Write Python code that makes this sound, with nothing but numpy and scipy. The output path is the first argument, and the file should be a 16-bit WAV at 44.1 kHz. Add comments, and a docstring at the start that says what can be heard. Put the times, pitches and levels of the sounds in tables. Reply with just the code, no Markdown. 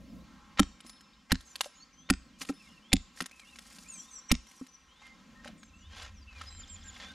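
"""A hatchet splits kindling on a stump in a meadow: noise snaps crack, decaying sines ring stump, soil and blade.
Sticks click and thump, grainy noise brushes and sweeps over chips, and short dull repeats trail the blows.
Birds whistle in gliding tones; shaped noise makes far leaves, wind at the microphone and a low late drone.
Two tracks of the same sound are mixed nearly 4 ms apart, which combs all but the dull repeats."""
import sys
import numpy as np
from scipy import signal
from scipy.fft import rfft, irfft, next_fast_len
from scipy.io import wavfile
from scipy.ndimage import uniform_filter1d, map_coordinates

SR = 44100
rng = np.random.default_rng(int(sys.argv[2]) if len(sys.argv) > 2 else 0)


def master_out(mix):
    """Clip the mix to full scale and print it as 16-bit PCM to the path in sys.argv[1]."""
    frames = np.transpose(np.atleast_2d(mix))
    ceiling = np.clip(frames, -1, 1)
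    pcm = np.round(ceiling * 32767).astype(np.int16)
    wavfile.write(sys.argv[1], SR, pcm)


def boost_factor(decibels):
    """Convert a level in decibels to a linear amplitude factor."""
    exponent = np.asarray(decibels, float) / 20
    return 10 ** exponent


N = 314874  # length in samples

# Chops: start_s, crack_pitch_hz, stump_level_db, stump_pitch_hz, ground_level_db
CHOPS = [(0.5932, 1320, -15.5, 285, -34.5), (1.317, 1700, -22, 256, -32.5), (2.0994, 1450, -20, 267.6, -33),
         (2.9287, 3500, -19, 268.6, -30), (4.3139, 4000, -20.5, 239, -33.5)]
# Faint short cracks just before a chop: start_s, level_db
FORE_CRACKS = [(0.572, -34), (0.584, -28.5), (1.297, -41.5), (1.306, -30), (2.089, -35), (2.918, -31),
               (4.295, -40), (4.304, -30)]
# The shock of some chops, mainly on the right: start_s, level_db
JOLTS = [(1.317, -14), (2.9282, -18), (4.313, -7.5)]
# The freed blade sings: start_s, level_db, upper_modes_level_db
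BLADE_RINGS = [(0.865, -63.5, -2), (1.607, -65, -2), (2.531, -69, -3.5)]
# Ringing modes of the hatchet head: pitch_hz, level_db, time_to_fall_60_db_s
STEEL_MODES = [(5250, -0.5, 1.2), (9815, 5, 0.35), (14180, -5, 0.22)]
# Ringing modes of the stump before they are shifted: pitch_hz, level_db, time_to_fall_60_db_s
STUMP_MODES = [(262.8, 2.5, 0.071), (183.4, 1, 0.077), (349.3, 1, 0.035), (555, -3.5, 0.02),
               (740, -10.5, 0.036), (1256, 0, 0.011)]
# Ringing modes of the soil under the stump: pitch_hz, level_db, time_to_fall_60_db_s
GROUND_MODES = [(34.3, -1.5, 0.2), (59, -4, 0.25), (85, 4.5, 0.13)]
# Tone of splitting fibres: frequency_hz, level_db
SNAP_TONE = [(300, -8.5), (1300, 2), (3400, 4.5), (6000, 0), (11000, 3.5), (15000, -18)]
# Sticks and blade knocking about: start_s, level_db, pitch_hz
CLACKS = [(0.803, -30.5, 3000), (0.863, -34, 5180), (0.894, -30, 5250), (1.007, -38.5, 5340),
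          (1.406, -35.5, 3800), (1.555, -20.5, 3370), (1.607, -8, 2840), (1.659, -31.5, 591),
          (2.415, -21.5, 2000), (2.428, -40, 2970), (2.449, -33, 2620), (2.488, -25.5, 1900),
          (3.173, -37, 1840), (3.204, -15, 1990), (3.218, -23, 6500), (3.258, -22.5, 6900),
          (3.311, -36, 2290), (3.395, -33, 2470), (3.557, -35.5, 2270), (3.586, -29.5, 3340),
          (3.784, -32, 3800), (4.467, -40.5, 4550), (4.512, -38.5, 6070), (4.665, -38, 5000),
          (5.016, -43.5, 852), (5.064, -40.5, 2050), (5.445, -30.5, 1510), (5.457, -36, 600),
          (5.4755, -29, 1490), (5.488, -39.5, 628), (5.63, -36.5, 1630), (6.004, -41, 2340),
          (6.028, -34.5, 1730), (6.412, -26.5, 1286)]
# Soft weight landing on the stump: start_s, level_db, stump_pitch_hz
THUMPS = [(0.847, -49, 233), (2.412, -51.5, 262), (2.494, -28, 279), (3.211, -39, 254), (4.612, -42.5, 261)]
# The bare hand sweeps chips off the stump, a duller scrape: centre_s, half_length_s, level_db
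SWEEPS = [(5.056, 0.048, -62.5), (5.47, 0.039, -60), (6.003, 0.074, -52.5), (6.415, 0.077, -59),
          (6.691, 0.27, -65), (7.023, 0.11, -55.5)]
# Blade and cloth brush over chips, a bright rustle: centre_s, half_length_s, level_db
BRUSHES = [(0.875, 0.027, -72), (1.515, 0.17, -75.5), (1.648, 0.022, -62.5), (2.42, 0.019, -54),
           (2.49, 0.019, -59.5), (2.65, 0.12, -77.5), (3.188, 0.034, -65), (3.433, 0.16, -76.5),
           (3.732, 0.16, -67.5), (4.005, 0.16, -73.5), (4.561, 0.11, -72)]
# Tone of fine grains of chips: frequency_hz, level_db
FINE_TONE = [(2500, -14), (5000, 1), (10000, 1), (15500, -17.5)]
# Tone of coarse grains of chips: frequency_hz, level_db
COARSE_TONE = [(350, -9.5), (800, -3.5), (1500, -0.5), (3500, -3), (7500, -12.5), (9000, -55)]
# Short dull repeats of the blows, up to 36 ms late: delay_s, level_db
DULL_REPEATS = [(0.017, -35), (0.0267, -19.5), (.036, -12)]
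# How long the scattered tail lasts: frequency_hz, time_to_fall_60_db_s
MEADOW_DECAY = [(300, 0.29), (2000, 0.37), (7000, 0.63), (10000, 0.092)]
# Two-voiced bird, both falling: start_s, length_s, lower_first_pitch_hz, upper_first_pitch_hz, level_db
DUETS = [(1.447, 0.092, 6730, 7900, -66), (3.88, 0.16, 7210, 9210, -56), (4.104, 0.1, 6460, 8430, -55),
         (5.568, 0.13, 7330, 8670, -75), (5.757, 0.088, 6440, 7820, -72.5)]
# Calls that flick up, then droop: start_s, droop_length_s, top_pitch_hz, level_db
HOOKS = [(6.478, 0.13, 7550, -60.5), (6.67, 0.074, 7470, -55), (6.828, 0.058, 7330, -55.5)]
# Short rising cheeps: start_s, level_db
CHEEPS = [(.835, -65), (.93, -59.5), (1.13, -59), (3.935, -54), (4.215, -69)]
# Notes that rise and sink again: start_s, length_s, top_pitch_hz, level_db
ARCHES = [(1.738, 0.099, 6770, -69.5), (2.662, 0.13, 2860, -68.5), (3.308, 0.1, 2600, -69),
          (3.447, 0.098, 2820, -65.5), (4.464, 0.15, 5960, -74), (4.679, 0.089, 6040, -73.5)]
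# Other whistled notes, straight glides: start_s, length_s, first_pitch_hz, last_pitch_hz, level_db
GLIDES = [(1.781, 0.064, 3990, 4640, -64), (1.923, 0.11, 6060, 6120, -73), (1.96, 0.14, 3040, 3760, -75),
          (2.591, 0.092, 2760, 2100, -68.5), (2.648, 0.073, 4180, 2780, -72),
          (2.819, 0.16, 2920, 3980, -69), (3.392, 0.059, 2540, 2100, -65), (3.46, 0.053, 3300, 3830, -75),
          (3.843, 0.061, 2150, 2800, -68), (3.904, .07, 2800, 2280, -65.5), (3.97, 0.13, 3070, 3720, -72),
          (4.282, 0.036, 7740, 8200, -56), (4.285, 0.018, 5780, 5900, -50.5),
          (4.882, 0.14, 2930, 3820, -73), (5.018, 0.13, 2110, 2080, -70.5), (5.344, 0.075, 1805, 1870, -71),
          (5.73, 0.28, 2620, 3450, -71), (5.818, 0.059, 3200, 3720, -70), (6.138, 0.11, 6480, 4360, -70.5),
          (6.265, 0.17, 2710, 2240, -65), (6.271, 0.046, 2800, 3050, -70), (6.459, 0.041, 5060, 5060, -62),
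          (6.46, 0.13, 4000, 4020, -70), (6.519, 0.28, 3105, 3195, -70), (6.835, 0.083, 1636, 1568, -67.5),
          (7.004, 0.11, 3300, 3670, -58.5), (7.074, 0.058, 1567, 1530, -62)]
# The two pips in each beat of the twitter: delay_s, first_pitch_hz, last_pitch_hz, length_s, level_db
TWITTER_PIPS = [(0, 5220, 5000, 0.017, -58.5), (0.011, 3934, 2994, 0.0209, -57.5)]
# Strength of the wind at the microphone: time_s, level_db
WIND = [(0, -55.5), (.24, -53.5), (.28, -62), (.8, -69), (1.7, -73), (2.3, -66), (3.4, -72.5), (3.8, -66),
        (4.7, -77), (5.5, -60.5), (5.7, -68.5), (6.78, -67), (7.14, -62.5)]
# Tone of the low wind buffeting: frequency_hz, level_db
BUFFET_TONE = [(18, -12.5), (38, -1), (70, 3.5), (110, -13), (140, -24.5)]
# Tone of the higher wind flutter: frequency_hz, level_db
FLUTTER_TONE = [(110, 4.5), (170, 7), (230, 4), (320, -7), (450, -19.5), (700, -9)]
# Tone of the far leaves: frequency_hz, level_db
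LEAVES_TONE = [(210, -31.5), (350, 0), (653, -12.5), (1040, 1.5), (1680, -3.5), (2100, -3.5), (2750, -5.5),
               (7080, -12.5), (8310, -17.5), (12400, -26), (15800, -39.5)]
# Tone of the low late drone: frequency_hz, level_db
DRONE_TONE = [(25, -9), (50, -12), (70, 1), (90, -1), (130, -31)]


def hatchet():
    """Each chop cracks the stick, rings the stump and thuds into the soil; the freed blade sings."""
    out = np.zeros((2, N))
    t = np.arange(2048) / SR
    for start, crack_hz, stump_db, stump_hz, ground_db in CHOPS:
        snap = crack(crack_hz, hold=0.002, t60=0.0041, body_db=-8.0, top_hz=15020, chirp=0.00057)
        add(out, start, boost_factor(-10.5) * snap)  # every chop cracks about as loud
        wood = ring(stump(stump_hz), rise=0.0055, spread_db=2.5)
        add(out, start, -boost_factor(stump_db) * wood * boost_factor([[-1.5], [1.5]]))  # stronger on the right
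        add(out, start, boost_factor(ground_db) * ring(GROUND_MODES, rise=0.0036, spread_db=3.0))
    # the shock climbs the tripod
    jolt = np.sin(2 * np.pi * 120 * t) * (t / 0.002) * np.exp(1 - t / 0.0014)
    for start, db in JOLTS:
        add(out, start, boost_factor(db) * jolt * [[-0.15], [0.85]])
    for start, db in FORE_CRACKS:
        fore_crack = crack(2300, hold=0.0012, t60=0.026, body_db=-7.5, top_hz=4000, chirp=0.0011)
        add(out, start, boost_factor(db) * fore_crack)
    for start, db, upper_db in BLADE_RINGS:
        lowest = ring(STEEL_MODES[:1], rise=0.0022, spread_db=4.0)
        upper = ring(STEEL_MODES[1:], rise=0.0011, spread_db=3)
        add(out, start, boost_factor(db) * (lowest + boost_factor(upper_db) * upper))
    return out


def crack(hz, hold, t60, body_db, top_hz, chirp):
    """A snap of fibres, a splintering tail and a woody knock at hz and a little above; peak 1.
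    Treble comes later, by chirp seconds for each e-fold of frequency."""
    t = np.arange(2048) / SR

    def fade(length):
        return boost_factor(-60 * np.maximum(t - hold, 0) / length) * np.minimum(t / 0.00019, 1)

    def fibres(f):
        return boost_factor(along(SNAP_TONE, f)) / (1 + (f / top_hz) ** 3)

    def delay_treble(f):
        return np.exp(-2j * np.pi * chirp * f * (np.log(f / 1100 + 1e-9) - 1))

    snap, splinter = rng.standard_normal(size=(2, 2, 2048))
    noise = snap * fade(t60) + boost_factor(-8.5) * splinter * fade(3.7 * t60)
    sound = pair(filtered(noise, fibres), side_db=-8.5)
    turns = 2 * np.pi * hz * t
    two_tones = np.sin(turns) + 0.5 * np.sin((1.1 + 0.3 * rng.random()) * turns)
    knock = np.exp(-0.04 * turns) * np.minimum(t / 0.0005, 1) * two_tones
    sound = sound / np.abs(sound).max() + boost_factor(body_db) * knock
    sound = filtered(np.pad(sound, ((0, 0), (64, 0))), delay_treble)[:, 40:]
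    return sound / np.abs(sound).max()


def ring(modes, rise, spread_db):
    """Struck modes are decaying sines at new strengths each blow, cut off after half a second."""
    t = np.arange(SR // 2) / SR
    tones = 0
    for hz, db, t60 in modes:
        strength = db + rng.normal(0, spread_db)
        tones = tones + boost_factor(strength - 60 * t / t60) * np.sin(2 * np.pi * hz * t)
    return tones * (1 - np.exp(-(t / rise) ** 2))


def stump(hz):
    """The spot struck and the load set the stump's pitch: its modes shift so that the main one lies at hz."""
    return [(mode_hz * hz / STUMP_MODES[0][0], db, t60) for mode_hz, db, t60 in STUMP_MODES]


def sticks():
    """Light wood gives short clicks; a soft landing only thumps the stump."""
    out = np.zeros((2, N))
    for start, db, hz in CLACKS:
        woody_db, edge_hz = 17000 / (hz + 400) - 11, 3 * hz + 3500  # low knocks ring fuller and duller
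        click = crack(hz, hold=0.0015, t60=0.0079, body_db=woody_db, top_hz=edge_hz, chirp=0.00047)
        add(out, start, boost_factor(db - 7.5) * click)
    for start, db, hz in THUMPS:
        add(out, start, boost_factor(db) * ring(stump(hz), rise=0.0018, spread_db=3.5))
    return out


def chips():
    """Each sweep of the hand knocks eight chips at random moments, as small woody cracks."""
    out = np.zeros((2, N))
    for centre, half, db in SWEEPS:
        for at, high, soft in rng.random(size=(8, 3)):
            hz = 1100 * 3 ** high
            tick = crack(hz, hold=0.0006, t60=0.0094, body_db=22, top_hz=5000, chirp=0)
            add(out, centre + half * 1.8 * (at - 0.5), boost_factor(db - 1 - 7.5 * soft) * tick)
    return out


def rustle():
    """Each stroke swells and fades as dense, clumped grains of dry chips."""
    t = np.arange(N) / SR

    def strokes(rows):
        return sum(boost_factor(db) * np.exp(-((t - centre) / half) ** 2) for centre, half, db in rows)

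    def grains(depth_db):
        return rng.standard_normal((2, N)) * boost_factor(depth_db * wobble(500) + 1.4 * wobble(60))

    brush, sweep = strokes(BRUSHES), strokes(SWEEPS)
    fine_gain = boost_factor(5) * brush + boost_factor(-14) * sweep  # the hand raises few fine grains
    fine = fine_gain * pair(coloured(grains(4.6), FINE_TONE), side_db=-10.5)
    coarse = (brush + sweep) * pair(coloured(grains(3.8), COARSE_TONE), side_db=-45)
    return fine + coarse


def dull_repeats(x):
    """Short repeats are delayed copies, cut above 8 kHz and thin in the bass."""
    def taps(f):
        return sum(boost_factor(db) * np.exp(-2j * np.pi * f * delay) for delay, db in DULL_REPEATS)

    return filtered(x, lambda f: taps(f) * f / (f + 900) / (1 + (f / 7800) ** 24))


def birds():
    """Near calls of five kinds, each from its own side, an even twitter, and a faint far chorus."""
    out = np.zeros((2, N))

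    def side():
        return boost_factor(rng.normal(0, 3.7) * np.array([[1], [-1]]))

    # notes: start_s, length_s, first_hz, middle_hz, last_hz, level_db
    notes = [(start, length, first, (first + last) / 2, last, db) for start, length, first, last, db in GLIDES]
    notes += [(start, length, 0.94 * top, top, 0.92 * top, db) for start, length, top, db in ARCHES]
    notes += [(start, 0.01, 3330, 3800, 4050, db) for start, db in CHEEPS]
    for start, length, low_hz, high_hz, db in DUETS:
        end = 1 - 1.4 * length  # share of the pitch left at the end
        sag = 0.972 ** (length / 0.15) ** 2  # long calls dip further below a straight fall
        for hz, level in ((low_hz, db), (high_hz, db - 2.5)):
            notes.append((start, length, hz, sag * hz * (1 + end) / 2, end * hz, level))
    flick_s = 0.022
    for start, length, top, db in HOOKS:
        notes.append((start, flick_s, 2100, 0.93 * top, top, db - 7))
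        notes.append((start + flick_s, length, top, 0.985 * top, 0.91 * top, db))
    for start, length, first, middle, last, db in notes:
        add(out, start, boost_factor(db + 2.5) * whistle(length, first, middle, last) * side())

    for beat in 6.617 + 0.0632 * np.arange(7):  # start and spacing in seconds, seven beats
        for delay, first, last, length, db in TWITTER_PIPS:
            add(out, beat + delay, boost_factor(db) * whistle(length, first, (first + last) / 2, last))

    for at, high, long, rise, fall, loud in rng.random(size=(150, 6)):
        hz = 2000 * 2.2 ** high
        note = whistle(0.022 + 0.1 * long, hz, hz * (1.1 + 0.2 * rise), hz * (0.72 + 0.22 * fall))
        add(out, at * N / SR, boost_factor(-84 + 4 * loud) * note * side())
    return out


def whistle(length, first_hz, mid_hz, last_hz):
    """A gliding, slightly hoarse note: a sine of wavering phase and level with a weak octave."""
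    u = np.linspace(0, 1, max(round(length * SR), 64))
    # a curve through the first, middle and last pitch
    hz = first_hz * (1 - u) * (1 - 2 * u) + 4 * mid_hz * u * (1 - u) + last_hz * u * (2 * u - 1)
    hoarseness = 0.5 * map_coordinates(rng.standard_normal(size=200), [u * length * 300])
    phase = 2 * np.pi * np.cumsum(hz) / SR + hoarseness
    swell = np.minimum(np.minimum(u, 1 - u) * length / 0.01, 1)
    swell = swell * boost_factor(3.5 * map_coordinates(rng.standard_normal(size=40), [u * length * 45]))
    return swell * (np.sin(phase) + boost_factor(-35.0) * np.sin(2 * phase))


def meadow(x):
    """A thin tail scattered by trees builds up as the far ones answer; each pitch dies at its own speed."""
    hz, t, z = signal.stft(rng.standard_normal((2, SR // 2)), SR, nperseg=256)
    t60 = np.interp(hz, *np.transpose(MEADOW_DECAY))[:, None]
    shape = boost_factor(-60 * t / t60) * np.minimum(t / 0.032, 1)
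    tail = signal.istft(z * shape, SR, nperseg=256)[1]
    tail = tail / np.linalg.norm(tail[0])
    return pair(signal.fftconvolve(x, tail, axes=1)[:, :N], side_db=-3.0)


def air():
    """Shaped noise: leaves hiss in patches, wind buffets and flutters in lumps, a low drone swells late."""
    wind_db, = curves(WIND)
    t = np.arange(N) / SR

    def noise(spectrum):
        return coloured(rng.standard_normal((2, N)), spectrum)

    gust_db, lump_db, breath_db = 2.2 * wobble(7), 2.2 * wobble(12), 1.2 * wobble(3)
    leaves_db = -69.5 + breath_db - 3.1 * (t < 0.24)  # softer at the very start
    leaves = boost_factor(leaves_db) * pair(coloured(patchy(depth_db=1), LEAVES_TONE), side_db=-8.5)
    buffet = boost_factor(wind_db - 7.5 + gust_db) * pair(noise(BUFFET_TONE), side_db=-23)
    flutter = boost_factor(wind_db + lump_db) * pair(noise(FLUTTER_TONE), side_db=-9.5)
    drone_gain = boost_factor(-56.5 + 0.93 * wobble(6)) * np.exp(-((t - 6.41) / 0.69) ** 4)
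    drone = drone_gain * pair(noise(DRONE_TONE), side_db=-47)
    # an airy hum near 1.2 kHz passes early on
    hum_gain = boost_factor(-69.0) * np.exp(-((t - 0.42) / 0.26) ** 2)
    hum = hum_gain * noise([(800, -14), (1200, -8.5), (1900, -32.5)])[0]
    return leaves + hum + buffet + drone + flutter


def patchy(depth_db):
    """Two noises whose level wanders in patches of time and pitch."""
    z = signal.stft(rng.standard_normal((2, N)), nperseg=512)[2]
    field = uniform_filter1d(rng.standard_normal(z.shape[1:]), size=8, axis=0)
    field = uniform_filter1d(field, size=20, axis=1)
    return signal.istft(z * boost_factor(depth_db * unit(field)), nperseg=512)[1][:, :N]


def unit(x):
    """Scales a signal to rms 1."""
    return x / np.sqrt(np.mean(x ** 2) + 1e-20)


def along(points, hz):
    """Reads (frequency, value) points on a log frequency axis, 30 lower beyond either end."""
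    f, v = np.transpose(points)
    return np.interp(np.log(hz + 1), np.log(f + 1), v, left=v[0] - 30, right=v[-1] - 30)


def curves(rows):
    """One value per sample for each column after the time."""
    times, *columns = np.transpose(rows)
    return [np.interp(np.arange(N) / SR, times, column) for column in columns]


def wobble(rate):
    """A smooth random curve with rate random points a second."""
    return map_coordinates(rng.standard_normal(int(N * rate / SR) + 4), [np.arange(N) * rate / SR])


def filtered(x, response):
    """Multiplies the spectrum of x by a response, a function of frequency in Hz."""
    n = x.shape[-1]
    m = next_fast_len(n + 8192)
    return irfft(rfft(x, m) * response(np.fft.rfftfreq(m, 1 / SR)), m)[..., :n]


def coloured(x, spectrum):
    """Gives x the tone of a spectrum table, at rms 1."""
    return unit(filtered(x, lambda hz: boost_factor(along(spectrum, hz))))


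def pair(x, side_db):
    """Turns two signals into the middle and side of a stereo pair."""
    side = boost_factor(side_db) * x[1]
    return np.array([x[0] + side, x[0] - side])


def add(track, start, sound):
    """Mixes a sound into the track at a start in seconds."""
    at = track[..., round(start * SR):][..., :sound.shape[-1]]
    at += sound[..., :at.shape[-1]]


def doubled(x):
    """A mono track, duller above 8 kHz, comes first; the stereo track follows and combs with it."""
    lag = 166.4  # samples
    late = filtered(x, lambda f: np.exp(-2j * np.pi * f * lag / SR))
    early = filtered(x.mean(0), lambda f: boost_factor(3.5 - 9 / (1 + (7800 / (f + 1)) ** 30)))
    return early + late


def scene():
    """Near blows with their dull repeats, over birds, rustle and air."""
    blows = hatchet() + sticks() + chips()
    song = birds()
    far = boost_factor(-30.0) * meadow(blows) + boost_factor(-17.0) * meadow(song)
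    return doubled(blows + song + far + rustle() + air()) + dull_repeats(blows.mean(0))


def roll_off(x):
    """The treble ends steeply here."""
    return signal.sosfilt(signal.butter(12, 16640, fs=SR, output="sos"), x)


def record(dry):
    """The treble fades out steeply above about 15 kHz."""
    dull = filtered(dry, lambda f: 1 / (1 + (f / 15900) ** 24))
    return roll_off(dull)


dry = scene()
out = record(dry)
master_out(out)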